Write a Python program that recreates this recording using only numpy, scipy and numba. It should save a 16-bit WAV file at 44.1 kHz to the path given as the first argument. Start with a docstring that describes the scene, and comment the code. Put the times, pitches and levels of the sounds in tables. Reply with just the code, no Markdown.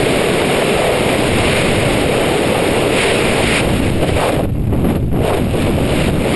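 """Rushing air tears past a helmet camera in freefall. Big swirls of air thump on its case, smaller ones
roar, howl and rasp, the finest hiss in spurts, and an edge of the case half whistles. As the body turns,
gusts slap on and off the microphone. When the head turns it into shelter, the rush breaks up into ragged
flutter over the thumping. A limiter (a fast automatic volume control) holds down the loud peaks."""
import sys
import numpy as np
from scipy import signal
from scipy.fft import rfft, irfft, next_fast_len
from scipy.io import wavfile
from scipy.ndimage import uniform_filter1d
from numba import njit

SR = 44100
rng = np.random.default_rng(int(sys.argv[2]) if len(sys.argv) > 2 else 0)


def master_out(mix):
    """Clip the mix to full scale and print it as 16-bit PCM to the path in sys.argv[1]."""
    frames = np.transpose(np.atleast_2d(mix))
    ceiling = np.clip(frames, -1, 1)
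    pcm = np.round(ceiling * 32767).astype(np.int16)
    wavfile.write(sys.argv[1], SR, pcm)


N = 280035
TIME = np.arange(N) / SR


def gain(db):
    """Turn decibels into a number to multiply a sound by."""
    return 10 ** (np.asarray(db) / 20)


def steady(x, span_s):
    """Even out slow changes of level and keep the quick ones."""
    return x / np.sqrt(uniform_filter1d(x ** 2, size=int(span_s * SR)))


def curve(table):
    """Join (time_s, value) points with straight lines."""
    return np.interp(TIME, *np.transpose(table))


def colour(x, points):
    """Make some pitches louder and others softer, following (pitch_hz, level_db) points."""
    hz, db = np.transpose(points)
    size = next_fast_len(N)
    bins_hz = np.maximum(np.arange(size // 2 + 1) * SR / size, 1)
    level_db = np.interp(np.log(bins_hz), np.log(hz), db)
    return irfft(rfft(x, size) * gain(level_db), size)[:N]


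def flutter(rate_hz):
    """A random wobble up to about the given rate, with a typical size of 1."""
    x = signal.sosfilt(signal.butter(2, rate_hz, fs=SR, output="sos"), rng.standard_normal(N))
    return x / x.std()


@njit
def resonate(x, hz, damping):
    """Ring at a moving pitch: output 0 keeps the sound below it, output 1 the sound around it."""
    out, band_state, low_state = np.empty((2, len(x))), 0., 0.
    for i in range(len(x)):
        step = np.tan(np.pi * hz[i] / SR)
        band = (band_state + step * (x[i] - low_state)) / (1 + step * (step + damping))
        out[0, i], out[1, i] = low_state + step * band, damping * band
        band_state, low_state = 2 * band - band_state, low_state + 2 * step * band
    return out


# Tone of the slow pressure swings from big swirls: pitch_hz, level_db
THUMP_TONE = [(12, 4.5), (25, -13), (42, -0.5), (70, 2), (115, 3.5), (160, 1.5), (215, -6.5), (280, -6),
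              (400, -14.5), (900, -56)]
# How the thumping swells and fades: time_s, level_db
THUMP_LEVELS = [(0.0, -21.0), (0.23, -28.5), (1.18, -25.5), (1.29, -20), (1.8, -19), (2.49, -28.5),
                (4.17, -16), (4.27, -23.5), (4.66, -17.5), (5.34, -17.5), (5.42, -20.5), (5.88, -20.0),
                (6.12, -17), (6.34, -28)]


def thumping(shelter):
    """Big swirls of air thump on the case and grow deeper as it turns away from the wind."""
    swings = colour(rng.standard_normal(N), THUMP_TONE)
    biggest_swirls = colour(swings, [(85, 12), (170, 5.0)])
    depth = gain(-1.5 + 8.5 * np.minimum(shelter, 0.43))
    level_db = curve(THUMP_LEVELS) + 2 + 0.7 * shelter
    return gain(level_db) * steady(swings + (depth - 1) * biggest_swirls, span_s=0.09)


# The case's own note: pitch_hz, level_db
CASE_NOTE = [(200, -35), (450, -5), (590, -5), (750, -14.5), (1200, -11), (3000, -60)]
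# Hollow tone that the case gives the roar: pitch_hz, level_db
HOLLOW_TONE = [(120, 5.5), (200, 5.5), (290, 0.5), (370, -0.5), (450, 1), (580, 1), (720, 0), (900, -4),
               (1400, -4)]


def roar(swirl_hz, shelter):
    """Swirls peel off around one wandering pitch and make the case ring."""
    hz = swirl_hz * np.exp(0.15 * flutter(20.7))
    swirls = resonate(rng.standard_normal(N), hz, damping=0.84)[1]
    swirls = resonate(swirls, hz * 1.85, damping=1.0)[0]  # smaller, higher swirls are much weaker
    swirls = steady(swirls, span_s=0.17)
    ring = steady(colour(rng.standard_normal(N), CASE_NOTE), span_s=0.11)
    return steady(colour(swirls + gain(-9 - 5 * shelter) * ring, HOLLOW_TONE), span_s=0.04)


def howl(swirl_hz):
    """In fast, smooth wind the swirls peel off almost regularly and hoot around one hollow note."""
    hz = swirl_hz * 1.038 * np.exp(0.078 * flutter(10.7))
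    hoot = resonate(rng.standard_normal(N), hz, damping=0.24)[1]
    return steady(resonate(hoot, hz, damping=0.48)[1], span_s=0.103)


# Tone of the rasp, plus a thin fizz at the very top: pitch_hz, level_db
RASP_TONE = [(250, -7.5), (550, 7), (780, 3.5), (1050, -5.5), (1600, -10), (2800, -13), (4500, -37),
             (8000, -38), (10600, -23.5), (11500, -10)]


def rasp(swirls, shelter):
    """Strong swirls tear where their pressure changes fastest, so the rasp flutters in step with them."""
    pressure = colour(swirls, [(350, 7), (900, -23)])
    steepness = abs(steady(np.gradient(pressure), span_s=0.059))
    strength = np.minimum(steepness, 2.5) ** (0.34 + 0.87 * shelter)
    return steady(colour(rng.standard_normal(N) * strength, RASP_TONE), span_s=0.045)


# Tone that the case gives the hiss: pitch_hz, level_db
HISS_TONE = [(500, -9), (1000, -4), (1500, -4.5), (1850, -5), (2170, -1.5), (2800, -1), (3400, -7),
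             (3700, -6), (4100, -11), (5200, -17.5), (7000, -19.5), (9500, -10), (10600, -20),
             (11500, -41.5)]


def hiss(shelter):
    """The finest swirls hiss in spurts, which get more ragged in shelter."""
    spurts_db = (0.5 + 5 * shelter) * np.clip(flutter(290), -3, 3)
    return steady(colour(rng.standard_normal(N) * gain(spurts_db), HISS_TONE), span_s=0.27)


def whistle(pitch_hz=2222.0):
    """An edge of the case half whistles when the wind meets it head on."""
    hz = pitch_hz * np.exp(0.038 * flutter(15))
    return steady(resonate(rng.standard_normal(N), hz, damping=0.21)[1], span_s=0.039)


# Wind slapping onto the microphone (+) or tearing off it (-) as the body turns; the rows at 2.974 s and 3.552 s
# are brief rushes of hiss as an arm sweeps past: start_s, length_s, roar_change_db, hiss_change_db,
# pitch_change_octaves
GUST_CHANGES = [(2.974, 0.067, -1, 3, 0.19), (3.058, 0.054, -1.5, 0.5, 0.46),
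                (3.552, 0.056, -2.5, 2.5, 0.0), (3.903, 0.12, -4, -6, 0.055), (4.006, 0.038, 7, 2.5, 0.1),
                (4.104, 0.047, -7, -5, 0.15), (4.164, 0.13, 3.5, 5, 0.61), (4.457, 0.028, -11, -6, -0.16),
                (4.502, 0.035, -11, 0.5, -0.092), (4.716, 0.04, 4.5, 0, 0.27),
                (4.838, 0.136, 8.5, 3.5, -0.27), (5.241, 0.065, 5, 5.5, 0.35),
                (5.322, 0.059, 3.5, 5.5, 0.45), (5.486, 0.05, -4.5, 1.5, -0.23),
                (5.55, 0.043, 0.5, 1.5, 0.12), (5.658, 0.05, 5, 4.5, 0.22), (6.077, 0.02, 7.5, 4.5, 0.46)]


def gusts(rise_s=0.008, fall_s=0.011):
    """Each gust snaps on, holds and lets go; gives the changes in roar, hiss and roar pitch."""
    out = np.zeros((3, N))
    for start_s, length_s, *changes in GUST_CHANGES:
        rise = np.clip((TIME - start_s) / rise_s, 0, 1)
        fall = np.clip(1 - (TIME - start_s - length_s) / fall_s, 0, 1)
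        out += np.outer(changes, rise * fall)
    return out


def treble_gap(x, pitch_hz=6024, width_hz=427):
    """One narrow band of the high pitches is missing."""
    offset = (np.arange(N // 2 + 1) * SR / N - pitch_hz) / width_hz
    return irfft(rfft(x) * (1 - np.exp(-offset ** 2)) ** 2, N)


# How squarely the wind meets the microphone, heard as the strength of the hiss: time_s, level_db
WIND_EXPOSURE = [(0.0, -23), (1.31, -23.0), (1.57, -18.5), (1.76, -23), (2.91, -24.5), (2.99, -19),
                 (3.34, -22.5), (3.57, -17.5), (3.64, -27), (4.06, -25.5), (4.09, -23), (4.35, -29),
                 (4.51, -47.5), (4.66, -47.5), (4.96, -33), (4.99, -45.0), (5.07, -52), (5.28, -28.5),
                 (5.48, -36), (5.63, -27.0), (5.69, -33.5), (6.05, -23.5), (6.14, -33.5), (6.34, -24.5)]
# How fast the roaring swirls peel off between gusts (smaller ones are quicker): time_s, pitch_hz
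SWIRL_PITCHES = [(0.0, 365), (1.11, 424), (1.32, 338), (1.65, 387), (1.77, 327), (2.05, 400), (3.08, 385),
                 (3.88, 290), (4.27, 408), (4.48, 295), (4.65, 168), (4.88, 286), (5.07, 202), (5.33, 424),
                 (5.45, 222), (5.56, 370), (5.64, 250), (6.05, 328), (6.14, 255), (6.34, 353)]


def scene(head_on_db=-16.5, shelter_range_db=36.5, usual_swirl_hz=374):
    """Mix swirls of every size; shelter, swirl pitch and gusts set how loud each layer is."""
    exposure_db, swirl_hz = curve(WIND_EXPOSURE), curve(SWIRL_PITCHES)
    gust_roar_db, gust_hiss_db, gust_octaves = gusts()
    shelter = np.clip((head_on_db - exposure_db) / shelter_range_db, 0, 1)  # 0 facing the wind, 1 hidden
    lift_off = np.clip((shelter - 0.76) / (1 - 0.76), 0, 1)  # in deep shelter the wind leaves the case
    octaves = np.log2(swirl_hz / usual_swirl_hz)  # quicker swirls are louder
    flap_db = 1.5 * shelter * flutter(21.6)  # the wind flaps at random, more so in shelter

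    roar_db = -15 + 3 * octaves - 2.5 * shelter - 13 * lift_off + gust_roar_db
    howl_db = -19 + 17 * octaves - 19.5 * shelter
    rasp_db = -22 + 6.5 * octaves - 4 * shelter - 11 * lift_off + 0.84 * gust_roar_db + flap_db
    hiss_db = exposure_db + 1.5 + gust_hiss_db + flap_db
    whistle_db = hiss_db - 0.5 - 31.5 * shelter  # fades fastest in shelter

    swirls = thumping(shelter)
    swirls += gain(roar_db) * roar(swirl_hz * 2 ** gust_octaves, shelter)
    swirls += gain(howl_db) * howl(swirl_hz)
    rush = swirls + gain(rasp_db) * rasp(swirls, shelter)
    rush += gain(hiss_db) * hiss(shelter)
    rush += gain(whistle_db) * whistle()
    return treble_gap(rush)[None]


@njit
def follow_peaks(x, attack_s, release_s):
    """A level that jumps up with each peak and sinks back slowly."""
    out, level = np.empty(len(x)), 0.
    for i in range(len(x)):
        size = abs(x[i])
        response_s = attack_s if size > level else release_s
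        level += (size - level) * (1 - np.exp(-1 / (SR * response_s)))
        out[i] = level
    return out


def limiter(x, ceiling_db=-6.5, attack_s=0.00043, release_s=0.051):
    """Each peak above the ceiling turns the volume down at once; it soon comes back up."""
    peaks = np.roll(follow_peaks(x, attack_s, release_s), -int(attack_s * SR))  # looks slightly ahead
    return x / np.maximum(1, peaks / gain(ceiling_db))


def record(dry, top_hz=11650):
    """The camera holds down the loud peaks and cuts off the highest pitches."""
    lowpass = signal.ellip(14, .2, 75, top_hz, fs=SR, output="sos")
    return signal.sosfilt(lowpass, limiter(dry[0]))[None]


dry = scene()
out = record(dry)
master_out(out)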